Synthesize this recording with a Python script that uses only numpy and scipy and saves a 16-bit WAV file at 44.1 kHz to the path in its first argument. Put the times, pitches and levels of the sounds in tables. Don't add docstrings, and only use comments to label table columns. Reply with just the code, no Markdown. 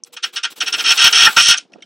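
import sys
import numpy as np
from scipy import signal
from scipy.io import wavfile
from scipy.ndimage import uniform_filter1d

SR = 44100
rng = np.random.default_rng(int(sys.argv[2]) if len(sys.argv) > 2 else 0)


def wav_out(sig):
    wavfile.write(sys.argv[1], SR, np.round(np.clip(np.atleast_2d(sig).T, -1, 1) * 32767).astype(np.int16))


N = 81585
TIME = np.arange(N) / SR


def amp(db):
    return 10 ** (np.asarray(db) / 20)


def unit_rms(x):
    return x / np.sqrt(np.mean(x ** 2) + 1e-20)


def at_hz(points, hz):
    frequencies, values = np.transpose(points)
    return np.interp(np.log(hz), np.log(frequencies), values)


def drift(rate_hz):
    r = np.exp(-2 * np.pi * rate_hz / SR)
    return unit_rms(signal.lfilter([1], [1, -2 * r, r * r], rng.standard_normal(N + 8000))[8000:])


def gate(start, length, rise, fall):
    age = TIME - start
    return np.clip(age / rise, 0, 1) ** 2 * np.exp(-np.clip(age - length, 0, 1) / fall)


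def resonance(x, hz, width_hz):
    r = np.exp(-np.pi * width_hz / SR)
    gain = (1 - r * r) / 2
    return signal.lfilter([gain, 0, -gain], [1, -2 * r * np.cos(2 * np.pi * hz / SR), r * r], x + 1e-18)


def narrow_noise(hz, width_hz):
    return unit_rms(resonance(resonance(rng.standard_normal(N), hz, width_hz), hz, width_hz))


def butterworth(x, order, hz, kind):
    return signal.sosfilt(signal.butter(order, hz, kind, fs=SR, output="sos"), x)


def bands(low_hz, octaves):
    edges = low_hz * 2 ** np.arange(0, np.log2(17000 / low_hz), octaves)
    return [(np.sqrt(low * high), [low, high]) for low, high in zip(edges, edges[1:])]


def stereo_noise(spectrum, correlation, flicker_db):
    total, white = 0, rng.standard_normal((2, 2, N))
    for k, (hz, edges) in enumerate(bands(66, octaves=0.5)):
        mid, side = butterworth(white[k % 2], 2, edges, "band")
        alike = np.clip(at_hz(correlation, hz), -1, 1)
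        pair = np.sqrt(1 + alike) * mid + np.sqrt(1 - alike) * side * [[1], [-1]]
        total = total + amp(at_hz(spectrum, hz) + flicker_db * drift(35)) * pair
    return unit_rms(total)


# time in seconds, level in dB.
RUMBLE_LEVELS = [(0.0, -63.5), (0.164, -58), (0.21, -77), (0.282, -50.5), (0.318, -69), (0.35, -51.5),
                 (0.396, -59), (0.422, -78), (0.468, -52.5), (0.488, -67), (0.524, -48), (0.556, -67),
                 (0.582, -51), (0.612, -59), (0.632, -44), (0.654, -49.5), (0.788, -42.5), (0.854, -54),
                 (0.88, -43), (0.942, -60), (0.994, -50), (1.05, -45), (1.092, -48.5), (1.262, -42.5),
                 (1.276, -46.5), (1.308, -45), (1.354, -52), (1.374, -44.5), (1.472, -50), (1.504, -44.5),
                 (1.55, -54), (1.684, -57.5), (1.766, -50.5), (1.85, -56.5)]

def rumble_db():
    times, levels = np.transpose(RUMBLE_LEVELS)
    return np.interp(TIME, times, levels)


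# frequency in Hz, relative spectral density in dB.
RUMBLE_SPECTRUM = [(60, -45.5), (120, -17.5), (170, -3.5), (300, 2.5), (480, -7.5), (650, -5),
                   (1200, -20.5), (5000, -29), (15000, -82)]
# frequency in Hz, left-right correlation.
RUMBLE_CORRELATION = [(100, 0.26), (300, 0.7), (700, 0.97)]

def rumble():
    return amp(rumble_db()) * stereo_noise(RUMBLE_SPECTRUM, RUMBLE_CORRELATION, flicker_db=4.5)


# start and length in seconds, frequency and bandwidth in Hz, base level in dB.
HUM_TONES = [(0, 0.62, 486, 27, -61), (0.123, 1, 355, 51, -62), (0.494, 0.36, 451, 23, -54.5),
             (0.745, 0.24, 455, 36, -47), (1.0, .3, 436, 36, -49), (.76, 0.16, 310, 40, -49.5),
             (1.04, 0.16, 291, 52, -47.5)]

def hum():
    swing_db = rumble_db() - uniform_filter1d(rumble_db(), size=SR // 5)
    total = np.zeros(N)
    for start, length, hz, width_hz, db in HUM_TONES:
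        waver_db = 2 * drift(rate_hz=3.2)
        envelope = amp(db + waver_db) * gate(start, length, rise=0.075, fall=0.09)
        total += envelope * narrow_noise(hz, width_hz)
    return amp(0.79 * swing_db) * total


def tones(rows, rise):
    return sum(amp(db) * gate(start, length, rise, fall) * np.sin(2 * np.pi * hz * TIME)
               for start, length, hz, db, fall in rows)


# start and length in seconds, frequency in Hz,
# level before panning in dB, decay time in seconds.
KNOCK_PARTIALS = [(1.755, 0.0036, 310, -41, 0.0042), (1.758, 0.0023, 700, -35.5, 0.0013),
                  (1.759, 0.0013, 1200, -44.5, .0015), (1.783, 0.0023, 450, -42, 0.0034),
                  (1.79, .003, 520, -45.5, 0.0019)]

def knock():
    pan_db = 9.5
    return tones(KNOCK_PARTIALS, rise=0.0027) * amp([[-pan_db], [pan_db]])


# start and length in seconds, frequency in Hz, level in dB, decay time in seconds.
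PING_PARTIALS = [(.727, 0.0025, 5355, -12, 0.0014), (1.576, 0.001, 5770, -11.5, 0.0011),
                 (1.583, 0.0012, 6210, -10.5, 0.0011), (.036, 0.0025, 5530, -25, 0.0017),
                 (.036, 0.0013, 6200, -21, 0.00033), (.036, .003, 8350, -34.5, 0.0018),
                 (.036, 0.0032, 9600, -43, 0.00088), (1.736, 0.0014, 2600, -32, 0.0014),
                 (1.738, 0.0024, 1900, -43.5, .002), (1.737, 0.0018, 5500, -41, .003),
                 (1.823, 0.0024, 3700, -37, 0.0018), (1.824, 0.003, 2200, -35, .003),
                 (1.824, 0.0033, 5700, -39, .002), (1.828, 0.007, 3150, -36, 0.0026)]

def pings():
    return tones(PING_PARTIALS, rise=0.0007)


# start and length in seconds, opening and closing level in dB.
MOTOR_PULSES = [(0.047, 0.027, -64, -47.5), (0.12, 0.024, -42.5, -39), (0.241, 0.054, -33, -53),
                (0.323, 0.031, -40.5, -38), (.496, 0.032, -38, -40), (0.553, 0.035, -42.5, -37.5),
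                (0.612, 0.039, -31, -41.5), (0.671, .038, -31, -38), (0.743, 0.088, -38.5, -30.5),
                (0.857, 0.11, -37.5, -25.5), (0.995, 0.12, -48.5, -28.5), (1.104, 0.076, -33, -60),
                (1.175, 0.04, -48.5, -63), (1.233, .100, -30, -28.5), (1.335, .105, -33.5, -33),
                (1.459, 0.085, -45, -49)]

def motor_envelope():
    envelope = np.zeros(N)
    for start, length, in_db, out_db in MOTOR_PULSES:
        progress = np.clip((TIME - start) / length, 0, 1)
        envelope += amp(in_db + (out_db - in_db) * progress) * gate(start, length, rise=0.011, fall=0.007)
    return envelope


# frequency in Hz, relative spectral density in dB.
WHIR_SPECTRUM = [(71, -66), (120, -25), (393, -21), (948, -2.5), (1290, -3.5), (2150, -15.5), (2750, 3),
                 (6100, -8), (7640, -9.5), (9960, -9), (13800, -9), (16000, -9.5)]
# frequency in Hz, left-right correlation.
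WHIR_CORRELATION = [(100, 0.43), (400, 1), (1300, 1), (4400, 1), (8000, 0.77), (15000, 0)]

def motor():
    whine = amp(-10.5) * narrow_noise(hz=7750, width_hz=89)
    whir = stereo_noise(WHIR_SPECTRUM, WHIR_CORRELATION, flicker_db=-0.5)
    return motor_envelope() * (whir + whine)


# start and length in seconds, frequency in Hz, level in dB, decay time in seconds.
SQUEAL_PARTIALS = [(1.251, 0.0068, 3565, -10, 0.0016), (1.264, 0.014, 1336, -9, 0.0056),
                   (1.270, 0.0036, 1800, -2.5, 0.0074), (1.274, 0.011, 873, -17.5, .008)]

def squeals():
    return tones(SQUEAL_PARTIALS, rise=0.0017)


# start and length in seconds, opening and closing level in dB,
# opening and closing spectral tilt in dB per octave.
BIT_BITES = [(0.16, 0.013, -34, -24, -2, -3.5), (0.221, 0.021, -35, -12, 2, -2.5),
             (0.355, 0.027, -19, -19, 1.5, -3.5), (0.427, 0.026, -19, -16, 0, -4),
             (0.599, 0.027, -20.5, -15, 0.5, -4.5), (0.655, 0.027, -27, -13.5, -1, -2.5),
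             (0.72, 0.0084, -13, -13, -6, 1.5), (0.731, 0.019, -10.5, -19, 0.5, -4),
             (0.775, 0.034, -23, -14.5, -2, -3.5), (0.835, 0.089, -17.5, -7.5, -2.5, -1),
             (0.967, 0.069, -12, -8.5, -2.5, -0.5), (1.034, .046, -7, -6, -1.5, -3),
             (1.120, 0.1433, -9.5, -7, -1, -2.5), (1.261, .022, -16, -14.5, -3, -9.5),
             (1.361, 0.05, -3, -6.5, -5, -2), (1.414, 0.05, -15, -14, 3.5, 2.5),
             (1.462, 0.043, -10.5, -7, 1.5, 3), (1.504, 0.038, -6, -13.5, 2, -3.5),
             (1.57, 0.012, -29, -22.5, 10, 3)]
# start in seconds, level in dB, spectral tilt in dB per octave.
TOOL_TAPS = [(0.045, -45, 10.5), (0.066, -57.5, -11), (1.719, -46.5, -3), (1.732, -40, 1),
             (1.784, -53, -10), (1.805, -47, -6), (1.821, -32.5, 1), (1.830, -45, -2)]
MOTOR_COUPLING_DB, CHATTER_DB, TAP_S = -11.5, 0.5, 0.0025

def excitation():
    force, tilt = np.zeros(N), np.zeros(N)
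    for start, length, in_db, out_db, in_tilt, out_tilt in BIT_BITES:
        progress = np.clip((TIME - start) / length, 0, 1)
        force += amp(in_db + (out_db - in_db) * progress) * gate(start, length, rise=0.0069, fall=0.0047)
        tilt = np.where(TIME >= start, in_tilt + (out_tilt - in_tilt) * progress, tilt)
    force += amp(MOTOR_COUPLING_DB) * motor_envelope()
    force *= amp(CHATTER_DB * drift(rate_hz=120))
    for start, db, tap_tilt in TOOL_TAPS:
        force += amp(db) * gate(start, TAP_S, rise=0.00031, fall=0.00034)
        tilt[int(start * SR):int((start + 4 * TAP_S) * SR)] = tap_tilt
    return force, tilt


def tilt_gain(tilt, hz, pivot_hz=3000):
    return amp(tilt * np.log2(hz / pivot_hz))


def chip_impulses(per_second=4000, spread_db=3):
    torn = rng.random(N) < per_second / SR
    return unit_rms(torn * amp(spread_db * np.minimum(rng.exponential(1, N), 4)))


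def sizzle(force, above_hz):
    noise = uniform_filter1d(force, size=200) ** 3 * rng.standard_normal(N)
    return butterworth(noise, 4, above_hz, "high")


# frequency in Hz, relative spectral density in dB.
DENSE_SPECTRUM = [(290, -53), (500, -40), (1090, -34.5), (1480, -2), (1920, -26), (2100, -13.5),
                  (2550, -7.5), (3220, -4.5), (4060, -14.5), (5470, -12.5), (7090, -22.5), (9540, -27.5),
                  (11000, -56), (14300, -75.5), (22000, -120)]

def dense_modes(impacts, tilt, t60_s=0.13):
    retained = 10 ** (-6 / (t60_s * SR))
    envelope = np.sqrt(signal.lfilter([1 - retained], [1, -retained], impacts ** 2))
    steady, driven = np.zeros(N), np.zeros(N)
    for hz, edges in bands(600, octaves=0.25)[:17]:
        band = amp(at_hz(DENSE_SPECTRUM, hz)) * butterworth(rng.standard_normal(N), 2, edges, "band")
        steady += band
        driven += band * envelope * tilt_gain(tilt, hz)
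    return driven / np.std(steady)


# frequency in Hz, bandwidth in Hz, relative level in dB.
PANEL_MODES = [(745, 41, -20.5), (907, 40, -17), (1013, 61, -26), (1197, 22, -11.5), (1328.6, 46, -8),
               (1395, 22, 0.5), (1530, 36, -6), (1754, 35, -22), (1857, 48, -5.5), (2020, 20, -11.5),
               (2280, 38, -8.5), (2472, 36, -2), (2645, 31, 1.5), (2741, 120, -4), (2912, 49.3, 3),
               (3171, 92, 2), (3308, 55, 0), (3655, 120, -5.5), (3816, 240, -9.5), (4379, 127, -4.5),
               (4810, 60, -19.5), (5272, 110, -1.5), (5400, 39, 2.5), (5606, 86, -1), (5650, 130, -9.5),
               (6126, 200, -6), (6270, 250, -12.5), (7774, 180, -14), (8530, 100, -15.5),
               (9140, 450, -18.5), (9586, 150, -14.5)]

def distinct_modes(force, chips, tilt):
    steady, driven = np.zeros(N), np.zeros(N)
    for hz, width_hz, db in PANEL_MODES:
        shake = amp(db) * resonance(chips * rng.standard_normal(N), hz, 4 * width_hz)
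        steady += resonance(shake, hz, width_hz)
        driven += resonance(shake * force * tilt_gain(tilt, hz), hz, width_hz)
    return driven / np.std(steady)


def panel(crossover_hz=9750):
    force, tilt = excitation()
    chips = chip_impulses()
    ringing = distinct_modes(force, chips, tilt) + amp(-8.5) * dense_modes(force * chips, tilt)
    return butterworth(ringing, 8, crossover_hz, "low") + amp(-16.5) * sizzle(force, crossover_hz)


def scene():
    centre = panel() + pings() + squeals() + hum()
    return centre + motor() + rumble() + knock()


def record(dry, bass_hz=142, clip_db=-0.5, cutoff_hz=16100):
    ceiling = amp(clip_db)
    clipped = np.clip(butterworth(dry, 2, bass_hz, "high"), -ceiling, ceiling)
    return signal.sosfilt(signal.ellip(12, 0.3, 45, cutoff_hz, fs=SR, output="sos"), clipped)


dry = scene()
out = record(dry)
wav_out(out)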